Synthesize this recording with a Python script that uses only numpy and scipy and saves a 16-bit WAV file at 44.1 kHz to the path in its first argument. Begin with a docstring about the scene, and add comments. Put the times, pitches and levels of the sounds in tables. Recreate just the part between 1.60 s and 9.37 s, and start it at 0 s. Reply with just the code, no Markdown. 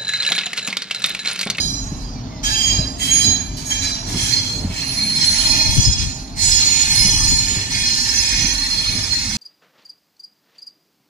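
"""Two wheels of an electric train squeal in turn through the curves of a rail yard, some way off.
Each squeal is a set of wandering stick-slip modes, some locking on louder and purer for a moment.
Flanges grind in shaped noise; a low moan and hum, and short gliding groans, come from wheel and cars.
Underneath, band-shaped noise rumbles and thumps over rail joints.
Close by, gusts of low noise buffet mostly the left microphone."""
import sys
import numpy as np
from scipy import signal
from scipy.io import wavfile
from scipy.ndimage import uniform_filter1d, minimum_filter1d

SR = 44100
rng = np.random.default_rng(int(sys.argv[2]) if len(sys.argv) > 2 else 0)


def inscribe(sig):
    """Save sig as 16-bit PCM at rate SR to the path in sys.argv[1].

    A 1-D sig is mono; a 2-D sig holds one channel per row.
    Samples are clipped to [-1, 1] before scaling.
    """
    pcm = np.round(np.clip(np.atleast_2d(sig).T, -1, 1) * 32767)
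    wavfile.write(sys.argv[1], SR, pcm.astype(np.int16))


N = 342657
TIME = np.arange(N) / SR
CONTROL_TIME = TIME[::32]  # coarser clock for slow envelopes
EDGE_HZ = 15750  # upper band limit at the microphones

# Pitches of each wheel's leading modes. Each entry: frequency in Hz.
FIRST_HZ = [3187, 4026, 4886, 5744, 6627, 9344]
SECOND_HZ = [4223, 5127, 6043, 6957, 7879, 10657]
# Share of each leading mode in its wheel's squeal. Each entry: relative level in dB.
FIRST_SHARE_DB = [-9.5, 2, 1, -1, 3.5, -15.5]
SECOND_SHARE_DB = [4, 1.5, -1.5, -5, -10.5, -14]
# Sound of the leading modes.
# Each row: line width in Hz before the skirt, roughness 0-1 when not locked, left-right balance in dB.
FIRST_LEAD = [(15.5, 0.84, -6), (8.4, 0.49, -5.5), (42.6, 0.8, -10), (34, 0.95, -8), (5.3, 0.73, -8),
              (8.25, 0.4, 5)]
SECOND_LEAD = [(21.8, 0.81, -3.5), (31.7, 0.97, -7), (34, 1, -10), (13.7, 0.41, -14), (11.6, 0.4, -26),
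               (14, 0.41, -5)]
# Pitches of each wheel's weaker modes. Each entry: frequency in Hz.
FIRST_WEAK_HZ = [656, 865, 1694, 2374, 6400, 7520, 8425, 10285, 11213, 12102, 13103, 14018, 15003]
SECOND_WEAK_HZ = [2178, 2468, 3328, 6440, 8806, 9727, 11590, 12500, 13437, 14320, 14928, 15601]
# Sound of the weaker modes.
# Each row: line width in Hz before the skirt, relative level in dB, left-right balance in dB.
FIRST_WEAK = [(57.407, -25, -2), (64, -7.5, -5.5), (99.3, -6, -2.5), (44, -6, 3), (70, -8.5, -20),
              (11.4, -3.5, -32), (20, -12, 35), (24.3, -8.5, -13), (30, -14, 1), (30, -24, 2), (28, -42, 8),
              (30, -29, 10), (25, -29, 16)]
SECOND_WEAK = [(110, -8, 0), (40, -5, 0), (39.4, 0, 1), (70, -8, -21), (13.7, -11, 36), (14.2, -6.5, 3),
               (28, -20.5, 6), (25, -40, -2), (22, -35, 4), (30, -24, 17), (45, -21, 22), (35, -42, 24)]
# Each wheel's flange pressing on the rail. 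Each row: start in seconds, length in seconds, rise in seconds,
# squeal in dB, grind in dB, then low rasp and top fizz in dB against the grind; levels are relative.
FIRST_CONTACTS = [(-.1, 0.047, .03, -23.5, -22.5, -24, -12), (0.367, 0.049, .06, -52, -39.5, -8, -6),
                  (0.827, 0.28, 0.017, -29.5, -28.5, 1.5, 6.5), (1.374, 0.27, 0.065, -29, -29.5, 5.5, 12.5),
                  (1.964, 0.012, 0.012, -42.5, -34, -2.5, 7.5), (2.044, 0.047, .02, -36, -44, 2, 16),
                  (2.092, 0.017, 0.017, -29.5, -27.5, 4, 6), (2.186, 0.065, 0.061, -29.5, -24.5, 0.5, 1.5),
                  (2.56, .19, 0.13, -35.5, -34, 8.5, 3)]
SECOND_CONTACTS = [(2.45, 0.19, 0.054, -42.5, -32, -0.5, 6), (2.5, 0.23, 0.12, -30.5, -27.5, 3, 7.5),
                   (2.796, 0.16, 0.066, -36.5, -35.5, -4, 5), (3.034, 0.64, 0.19, -36, -31.5, 5.5, 4),
                   (3.468, .56, 0.19, -25.5, -20.5, -1.5, -2.5),
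                   (4.068, 0.18, 0.054, -27, -22.5, -8.5, 2.5),
                   (4.343, 0.079, 0.06, -33.5, -26.5, -2.5, -3), (4.745, 0.63, 0.1, -25.5, -20.5, -2, 3),
                   (5.272, 0.45, 0.036, -22.5, -23.5, -4.5, 4), (5.755, 0.26, 0.023, -30, -27, 1.5, 2.5),
                   (6.056, 0.86, 0.1, -26.5, -24, -0.5, 0.5), (6.852, 1, .08, -32, -29.5, 4.5, 4)]
# One mode captures the stick-slip and sings out.
# Each row: start in seconds, length in seconds, mode in Hz, relative level in dB.
FIRST_LOCKS = [(-.1, 0.079, 4886, -21), (-.1, 0.14, 4026, -27.5), (.41, 0.08, 4886, -43),
               (0.824, 0.061, 3187, -26.5), (0.938, 0.17, 3187, -24), (0.93, 0.3, 4886, -25.5),
               (1.052, 0.049, 6627, -20), (1.388, 0.15, 3187, -25.5), (1.56, .15, 3187, -31),
               (1.484, 0.098, 6627, -17), (1.648, 0.071, 6627, -20), (1.507, .09, 9344, -31),
               (1.618, 0.059, 4026, -19.5), (2.092, 0.037, 3187, -25), (2.102, 0.26, 5744, -34),
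               (2.204, .11, 4026, -28), (2.57, 0.14, 3187, -33.5), (2.715, 0.053, 4886, -27)]
SECOND_LOCKS = [(2.55, 0.26, 6043, -33), (2.577, 0.16, 4223, -38), (2.689, 0.06, 4223, -19.5),
                (2.852, 0.095, 4223, -30), (3.228, 0.32, 10657, -34.5), (3.144, 0.19, 4223, -30.5),
                (3.346, 0.24, 4223, -23), (3.598, 0.11, 4223, -22), (3.614, 0.39, 10657, -33),
                (3.7, 0.091, 6957, -34), (3.76, 0.46, 5127, -33), (3.8, 0.26, 4223, -21),
                (4.113, 0.23, 6957, -29), (4.142, 0.056, 6043, -20), (4.186, 0.15, 5127, -23),
                (4.455, 0.091, 6957, -39.5), (4.78, .1, 7879, -27.5), (4.785, 0.44, 6957, -21),
                (4.818, 0.25, 4223, -30), (4.973, 0.27, 4223, -25.5), (5.316, .15, 10657, -30),
                (5.34, .12, 5127, -23), (5.53, 0.093, 6043, -23.5), (5.635, 0.17, 4223, -22),
                (5.645, 0.28, 6957, -24), (6.195, .13, 4223, -25), (6.196, 0.63, 5127, -26),
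                (6.502, 0.098, 6043, -23), (6.923, 0.4, 4223, -24.5), (6.85, 0.56, 10657, -43.5),
                (6.9, .2, 5127, -38), (7.323, 0.1, 5127, -27), (7.486, 0.053, 4223, -18)]
# The second wheel's lowest modes.
# Each row: frequency in Hz, line width in Hz before the skirt, roughness 0-1, left-right balance in dB.
MOAN_MODES = [(640, 44.6, 0.4, -3), (900, 43, 1, -3.5), (1786, 27.9, 1, -2.5)]
# Share of those lowest modes in the squeal. Each entry: relative level in dB.
MOAN_SHARE_DB = [-31.5, -16, -14.5]
# Side load flexing the second wheel's disc.
# Each row: centre in seconds, half length in seconds, then level in dB of each of the lowest modes.
SIDE_LOADS = [(3.97, 0.18, -38.5, -33, -48), (6.55, 0.92, -68, -61, -37.5)]
# Lead of the squeal and grinding at the left microphone over the right.
# Each row: time in seconds, lead in milliseconds.
LEAD_TIME = [(0, .35), (1.8, 0.47), (3.7, 0.48), (4.2, 0.39), (6, 0.375), (6.7, 0.46)]
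# Colour of the grinding. Each row: frequency in Hz, relative density in dB per Hz.
GRIND_COLOUR = [(400, -23), (650, -20), (780, -8), (910, -4), (1100, -6.5), (1500, -7), (1900, -3.5),
                (3500, -1.5), (4700, 3.5), (6600, 0.5), (7500, -8), (9000, -17.5), (13000, -25),
                (15500, -42)]
# Place of the grinding between the microphones. Each row: frequency in Hz, left-right balance in dB.
GRIND_SIDE = [(900, -3), (2400, 1), (3400, -18.5), (4700, -16), (6600, -1), (8200, 1), (12500, -1.5),
              (14500, 23)]
# Colour of the rolling. Each row: frequency in Hz, relative density in dB per Hz.
ROLL_COLOUR = [(15, -26), (30, -17.5), (42, 4.5), (70, -6.5), (100, -0.5), (160, -8), (270, -9), (330, -18),
               (520, -27.5), (640, -21.5), (900, -26), (1300, -34.5), (3000, -38.5), (9000, -58.5)]
# Wheels dropping over rail joints. Each row: time in seconds, relative strength in dB.
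JOINTS = [(0.317, -18), (1.124, -18.5), (1.188, -11), (1.68, -13), (2.469, -33), (2.545, -11),
          (3.045, -12.5), (5.447, -15), (5.966, -16), (6.764, -26), (6.841, -17), (7.349, -16.5)]
# Stray groans and squeaks from the cars.
# Each row: start in seconds, length in seconds, first pitch in Hz, last pitch in Hz (both before the
# waver), level in dB.
GROANS = [(0.544, 0.084, 4400, 4360, -52), (0.547, 0.056, 2360, 2340, -49), (0.676, 0.16, 2230, 1900, -51),
          (2.818, 0.3, 491, 454, -46), (3.346, 0.26, 210, 205, -33), (3.828, 0.21, 332, 317, -38.5),
          (7.624, 0.46, 215, 202, -29.5)]
# Gusts, strongest at the left microphone. Each row: centre in seconds, length in seconds, relative level in dB.
GUSTS = [(3.933, 0.17, -24), (4.095, 0.087, -15.5), (4.187, 0.051, -5.5), (4.282, 0.046, -6),
         (4.42, 0.16, -18.5), (4.9, 0.25, -21.5), (5.55, 0.64, -20.5), (5.729, 0.03, -12),
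         (6.203, 0.25, -30)]
# Colour of the gusts. Each row: frequency in Hz, relative density in dB per Hz.
GUST_COLOUR = [(15, -9), (45, 5), (80, 2.5), (140, -1.5), (220, -10.5), (450, -31), (1200, -67),
               (4000, -85)]
# Likeness of the noise at the two microphones. Each row: frequency in Hz, likeness 0-1.
LIKENESS = [(40, 0.98), (250, 0.95), (600, 0.43), (3000, 0.77), (12000, 0.28)]

LOW_MODE_HZ = 3000  # weaker modes below this answer to the rasp of a contact
# how fast things die away once the flange lets go
RING_DB_PER_S, LOCK_DB_PER_S, GRIND_DB_PER_S, FIZZ_DB_PER_S = 60, 126, 90, 131
# relative levels of the treads' light scraping between contacts
SCRAPE_DB, SCRAPE_RASP_DB, SCRAPE_FIZZ_DB = -46.5, -50, -73
# the rumble ebbs as the train draws away, and swells while a bogie crosses a joint
ROLL_DB, ROLL_EBB_DB_PER_S, BOGIE_S, BOGIE_DB = -29.5, 0.38, 0.074, -13


def wheel(contacts, locks, pitches, shares_db, lead, weak_pitches, weak, lock_db, weak_db, weak_rough,
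          lock_rise_s, surge_db, purity, rasp_share):
    """Every contact rings all the modes; now and then one locks on and sings louder and purer."""
    drive = squeal(contacts)
    locked = np.zeros((len(pitches), len(CONTROL_TIME)))
    for start, length, hz, db in locks:
        nearest = np.argmin(abs(np.array(pitches) - hz))
        hold = press(CONTROL_TIME, start, length, lock_rise_s, LOCK_DB_PER_S)
        locked[nearest] += gain_of(db + lock_db) * hold

    total = 0
    for hz, db, lock, (width, rough, side) in zip(pitches, shares_db, locked, lead):
        lock = np.interp(TIME, CONTROL_TIME, lock)
        level = np.hypot(drive * gain_of(db) * surge(surge_db), lock)
        lock_share = (lock / (level + 1e-12)) ** 2
        total = total + level * wheel_mode(hz, width, rough * (1 - purity * lock_share), side)

    rasping = squeal(contacts, rasp_share)
    for hz, (width, db, side) in zip(weak_pitches, weak):
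        push = rasping if hz < LOW_MODE_HZ else drive
        level = push * gain_of(db + weak_db) * surge()
        total = total + level * wheel_mode(hz, width, weak_rough, side)
    return total


def squeal(contacts, rasp_share=0):
    """How strongly a wheel rings: its hardest contact rules, optionally with a share of the rasp."""
    pushes = []
    for start, length, rise, db, _, rasp_db, _ in contacts:
        push = press(CONTROL_TIME, start, length, rise, RING_DB_PER_S)
        pushes.append(gain_of(db + rasp_share * rasp_db) * push)
    return np.interp(TIME, CONTROL_TIME, np.max(pushes, axis=0))


def press(t, start, length, rise, fall_db_per_s):
    """Rise, hold and ring-down of one push on the rail."""
    u = np.clip((t - start) / rise, 0, 1)
    release = gain_of(-fall_db_per_s * np.maximum(t - start - length, 0))
    return np.sin(np.pi / 2 * u) ** 2 * release


def wheel_mode(hz, width_hz, rough, side_db, skirt_hz=110, apart=0.77):
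    """One wheel mode: a held stick-slip tone of wandering phase, plus ringing driven by random slips."""
    t = np.arange(0, N / SR + .01, 1 / 2000)  # the swing is worked out at 2 kHz
    step = t[1]
    rough = np.interp(t, TIME, np.clip(rough, 0, 1) * np.ones(N))
    apart = np.clip(apart, 0, 1)

    phase = np.cumsum(rng.standard_normal(len(t))) * np.sqrt(np.pi * width_hz * step)
    held = np.exp(1j * phase)
    slips = rng.standard_normal((3, len(t))) + 1j * rng.standard_normal((3, len(t)))
    ring = evened(signal.lfilter([1], [1, -np.exp(-np.pi * width_hz * step)], slips))
    # scattering in the yard gives each microphone some ringing of its own
    ringing = np.sqrt(1 - apart) * ring[0] + np.sqrt(apart) * ring[1:]
    swing = np.sqrt(1 - rough) * held + np.sqrt(rough) * ringing
    # the skirt: a low-pass on the swing thins the sound far from the mode's pitch
    swing = signal.lfilter([1], [1, -np.exp(-2 * np.pi * skirt_hz * step)], swing)
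    # friction saturates, so the swing flutters quickly but holds its mean strength
    swing /= np.sqrt(uniform_filter1d(np.mean(abs(swing) ** 2, axis=0), size=160))
    # the right microphone hears the mode later, as a phase lag
    swing[1] *= np.exp(-2j * np.pi * hz * curves(LEAD_TIME, t)[0] / 1000)

    carrier = np.sqrt(2) * np.exp(2j * np.pi * hz * TIME)
    pair = np.array([(np.interp(TIME, t, s) * carrier).real for s in swing])
    return pair * sides(side_db)[:, None]


def surge(depth_db=4.5):
    """The slow rise and fall of a mode as the contact point wanders over the tread."""
    t = grid(size=2048)[0][:, 0]
    wander = np.interp(TIME, t, drift(len(t), size=12))
    return evened(gain_of(depth_db * wander))


def moan():
    """The second wheel's disc flexes in its lowest modes under the squeal and under side load."""
    levels = gain_of(MOAN_SHARE_DB)[:, None] * squeal(SECOND_CONTACTS)
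    for centre, half_length, *dbs in SIDE_LOADS:
        load = np.exp(-((TIME - centre) / half_length) ** 2)
        levels = np.hypot(levels, gain_of(dbs)[:, None] * load)
    return sum(level * wheel_mode(*mode) for level, mode in zip(levels, MOAN_MODES))


def grinding(level_db=-1.0, chatter_db=0.5, patchy_db=2.5, grain_db=1.5, ripple_db=3.5, low_follow=0.12):
    """Steel rubbing on steel: a chattering rasp through the many dense modes of rail and bogie."""
    t, hz = grid(size=512)
    force_db, rasp_db, fizz_db = flange_force(t)
    colour = gain_of(read(GRIND_COLOUR, hz))
    colour /= np.linalg.norm(colour[(hz > 3400) & (hz < 7400)])  # unit power in the main band
    rasp_weight = read([(1100, 0.19), (1700, 0.49), (2700, 0.74), (3800, 0.051)], hz)
    fizz_weight = read([(6700, 0.023), (8500, 1)], hz)
    field_db = force_db + rasp_db * rasp_weight + fizz_db * fizz_weight

    # the heavy low modes answer the force slowly and only in part
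    slow_db = uniform_filter1d(force_db, size=50, axis=0)
    slow_db = slow_db.mean() + low_follow * (slow_db - slow_db.mean())
    field_db = field_db + (slow_db - force_db) * read([(1000, 0.95), (1700, 0.26)], hz)

    patches = evened(uniform_filter1d(drift(field_db.shape, size=9), size=4, axis=1))
    grains = evened(uniform_filter1d(rng.standard_normal(field_db.shape), size=30, axis=1))
    ripple = drift(field_db.shape, size=60)  # single modes stand out for a while
    field_db = field_db + chatter_db * drift(t.shape, size=6) + patchy_db * patches
    field_db = field_db + grain_db * grains + ripple_db * ripple

    z = noise_pair(t, hz) * colour * gain_of(field_db + level_db) * sides(read(GRIND_SIDE, hz))[:, None]
    # later at the right microphone
    z[1] *= np.exp(-2j * np.pi * hz * curves(LEAD_TIME, t)[0] / 1000)
    return to_sound(z, size=512)


def flange_force(t, bite_db=6, bite_s=0.19):
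    """Levels in dB of the grinding, its rasp and its fizz; each contact bites brightly at first."""
    force, rasp, fizz = gain_of(SCRAPE_DB), gain_of(SCRAPE_RASP_DB), gain_of(SCRAPE_FIZZ_DB)
    for start, length, rise, _, db, rasp_db, fizz_db in FIRST_CONTACTS + SECOND_CONTACTS:
        push = press(t, start, length, rise, GRIND_DB_PER_S)
        fizz_push = press(t, start, length, rise, FIZZ_DB_PER_S)
        bite = bite_db * np.exp(-np.maximum(t - start, 0) / bite_s)
        force = np.maximum(force, gain_of(db) * push)
        rasp = np.maximum(rasp, gain_of(db + rasp_db) * push)
        fizz = np.maximum(fizz, gain_of(db + fizz_db + bite) * fizz_push)
    # rasp and fizz are given against the grinding
    return 20 * np.log10([force, rasp / force, fizz / force])


def rolling(patchy_db=3.0, side_db=0.0):
    """The low rumble of the cars: patchy coloured noise, swelling as each bogie passes."""
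    t, hz = grid(size=4096)
    colour = gain_of(read(ROLL_COLOUR, hz))
    colour /= np.linalg.norm(colour)
    patches = evened(uniform_filter1d(drift((len(t), len(hz)), size=8), size=3, axis=1))
    z = noise_pair(t, hz) * colour * gain_of(patchy_db * patches)
    return to_sound(z, size=4096) * roll_level() * sides(side_db)[:, None]


def roll_level():
    """Strength of the rumble: a slow ebb, with a swell around every rail joint."""
    ebb = gain_of(ROLL_DB - ROLL_EBB_DB_PER_S * TIME)
    swell_power = sum(gain_of(db + BOGIE_DB) ** 2 * np.exp(-((TIME - s) / BOGIE_S) ** 2)
                      for s, db in JOINTS)
    return np.sqrt(ebb ** 2 + swell_power)


def joints(level_db=-5, rise=0.005, low_hz=38, high_hz=220, tail_db=-13, tail_t60=0.19):
    """Each joint gives a short dull thud, after which the car body shudders."""
    blows = np.zeros(N)
    for s, db in JOINTS:
        age = np.maximum(TIME - s, 0)
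        u = age / rise
        thud = u * np.exp(1 - u)
        shudder = (1 - np.exp(-u)) * gain_of(tail_db) * np.exp(-np.log(1000) * age / tail_t60)
        blows += gain_of(db) * (thud + shudder)
    band = signal.butter(4, [low_hz, high_hz], "band", fs=SR, output="sos")
    body = signal.hilbert(signal.sosfilt(band, rng.standard_normal(N)))
    body /= np.sqrt(uniform_filter1d(abs(body) ** 2, size=900) / 2)  # steady strength
    return gain_of(level_db) * blows * body.real


def hum(hz=258, width_hz=28, level_db=-37, nearest_s=1.7, span_s=0.73, far_db=-45):
    """A wavering low hum from the cars that swells as its source goes by."""
    passing = gain_of(level_db) / np.hypot(1, (TIME - nearest_s) / span_s)
    level = np.hypot(gain_of(far_db), passing)
    return level * wheel_mode(hz, width_hz, rough=0.7, side_db=0, apart=.1)


def groans(level_db=0, waver=0.016):
    """Short rubbing tones that sag in pitch as the parts slide."""
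    out = np.zeros(N)
    wobble = 1 + waver * drift(N, size=300)
    for s, length, first_hz, last_hz, db in GROANS:
        u = np.clip((TIME - s) / length, 0, 1)
        turns = np.cumsum((first_hz + (last_hz - first_hz) * u) * wobble) / SR
        swell = np.sqrt(2) * np.sin(np.pi * u)
        out += gain_of(db + level_db) * swell * np.sin(2 * np.pi * turns)
    return out


def breeze(level_db=-1, right_db=-20):
    """Lumps of turbulence, as low coloured noise, that mostly strike the left microphone."""
    t, hz = grid(size=2048)
    air = to_sound(noise_pair(t, hz) * gain_of(read(GUST_COLOUR, hz)), size=2048)
    air /= np.sqrt(uniform_filter1d(air ** 2, size=3000))  # steady strength
    push = sum(gain_of(db) * np.exp(-(2 * (TIME - s) / length) ** 2) for s, length, db in GUSTS)
    return air * push * gain_of([[level_db], [right_db]])


def noise_pair(t, hz):
    """Random short-time spectra for two partly alike microphones."""
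    a, b, c, d = rng.standard_normal((4, len(t), len(hz)))
    same = np.clip(read(LIKENESS, hz), 0, 1)
    left = a + 1j * b
    right = same * left + np.sqrt(1 - same ** 2) * (c + 1j * d)
    return np.array([left, right])


def grid(size):
    """Times (a column) and frequencies of short-time spectra."""
    hop = size // 4
    return np.arange(N // hop + 5)[:, None] * hop / SR, np.fft.rfftfreq(size, 1 / SR)


def to_sound(z, size):
    """Short-time spectra to sound; the squared gains of the bins add up to its power."""
    _, sound = signal.istft(z, nperseg=size, noverlap=size * 3 // 4, time_axis=-2, freq_axis=-1)
    return sound[..., :N] * np.sqrt(3 / 2)


def drift(shape, size):
    """Smooth chance of unit spread: noise averaged twice along time."""
    once = uniform_filter1d(rng.standard_normal(shape), size, 0)
    return evened(uniform_filter1d(once, size, 0))


def sides(db):
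    """Gains of the left and right microphones, of equal total power."""
    pair = np.array([gain_of(db / 2), gain_of(-db / 2)])
    return pair / np.sqrt(np.mean(pair ** 2, axis=0))


def read(points, hz):
    """Reads a spectrum on a log-frequency axis."""
    f, value = np.transpose(points)
    return np.interp(np.log(hz + 1), np.log(f + 1), value)


def curves(rows, t):
    """Reads every column of a curve table at the times t."""
    s, *columns = np.transpose(rows)
    return np.array([np.interp(t, s, c) for c in columns])


def evened(x):
    """Scales to a mean power of one."""
    return x / np.sqrt(np.mean(abs(x) ** 2) + 1e-20)


def gain_of(db):
    """Decibels to a factor."""
    return 10 ** (np.asarray(db) / 20)


def scene():
    """Both squealing wheels over the moan, the grinding, the sounds of the cars and the breeze."""
    first = wheel(FIRST_CONTACTS, FIRST_LOCKS, FIRST_HZ, FIRST_SHARE_DB, FIRST_LEAD, FIRST_WEAK_HZ, FIRST_WEAK,
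                  lock_db=3, weak_db=-3.5, weak_rough=0.32, lock_rise_s=0.036,
                  surge_db=3.7, purity=0.15, rasp_share=0.4)
    second = wheel(SECOND_CONTACTS, SECOND_LOCKS, SECOND_HZ, SECOND_SHARE_DB, SECOND_LEAD,
                   SECOND_WEAK_HZ, SECOND_WEAK,
                   lock_db=3, weak_db=-4, weak_rough=0.42, lock_rise_s=.06,
                   surge_db=2.26, purity=0.12, rasp_share=0.27)
    train = first + second + moan() + grinding() + rolling() + joints() + hum() + groans()
    return train + breeze()


def record(dry, ceiling=1.0):
    """A fast limiter eases peaks under full scale; then a low-pass sets the band limit."""
    room = np.minimum(1, min(ceiling, 1) / (abs(dry).max(0) + 1e-9))
    limited = dry * uniform_filter1d(minimum_filter1d(room, size=181), size=181)
    low_pass = signal.firwin(511, EDGE_HZ, window=("kaiser", 9), fs=SR)
    return signal.oaconvolve(limited, low_pass[None], "same")


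dry = scene()
out = record(dry)
inscribe(out)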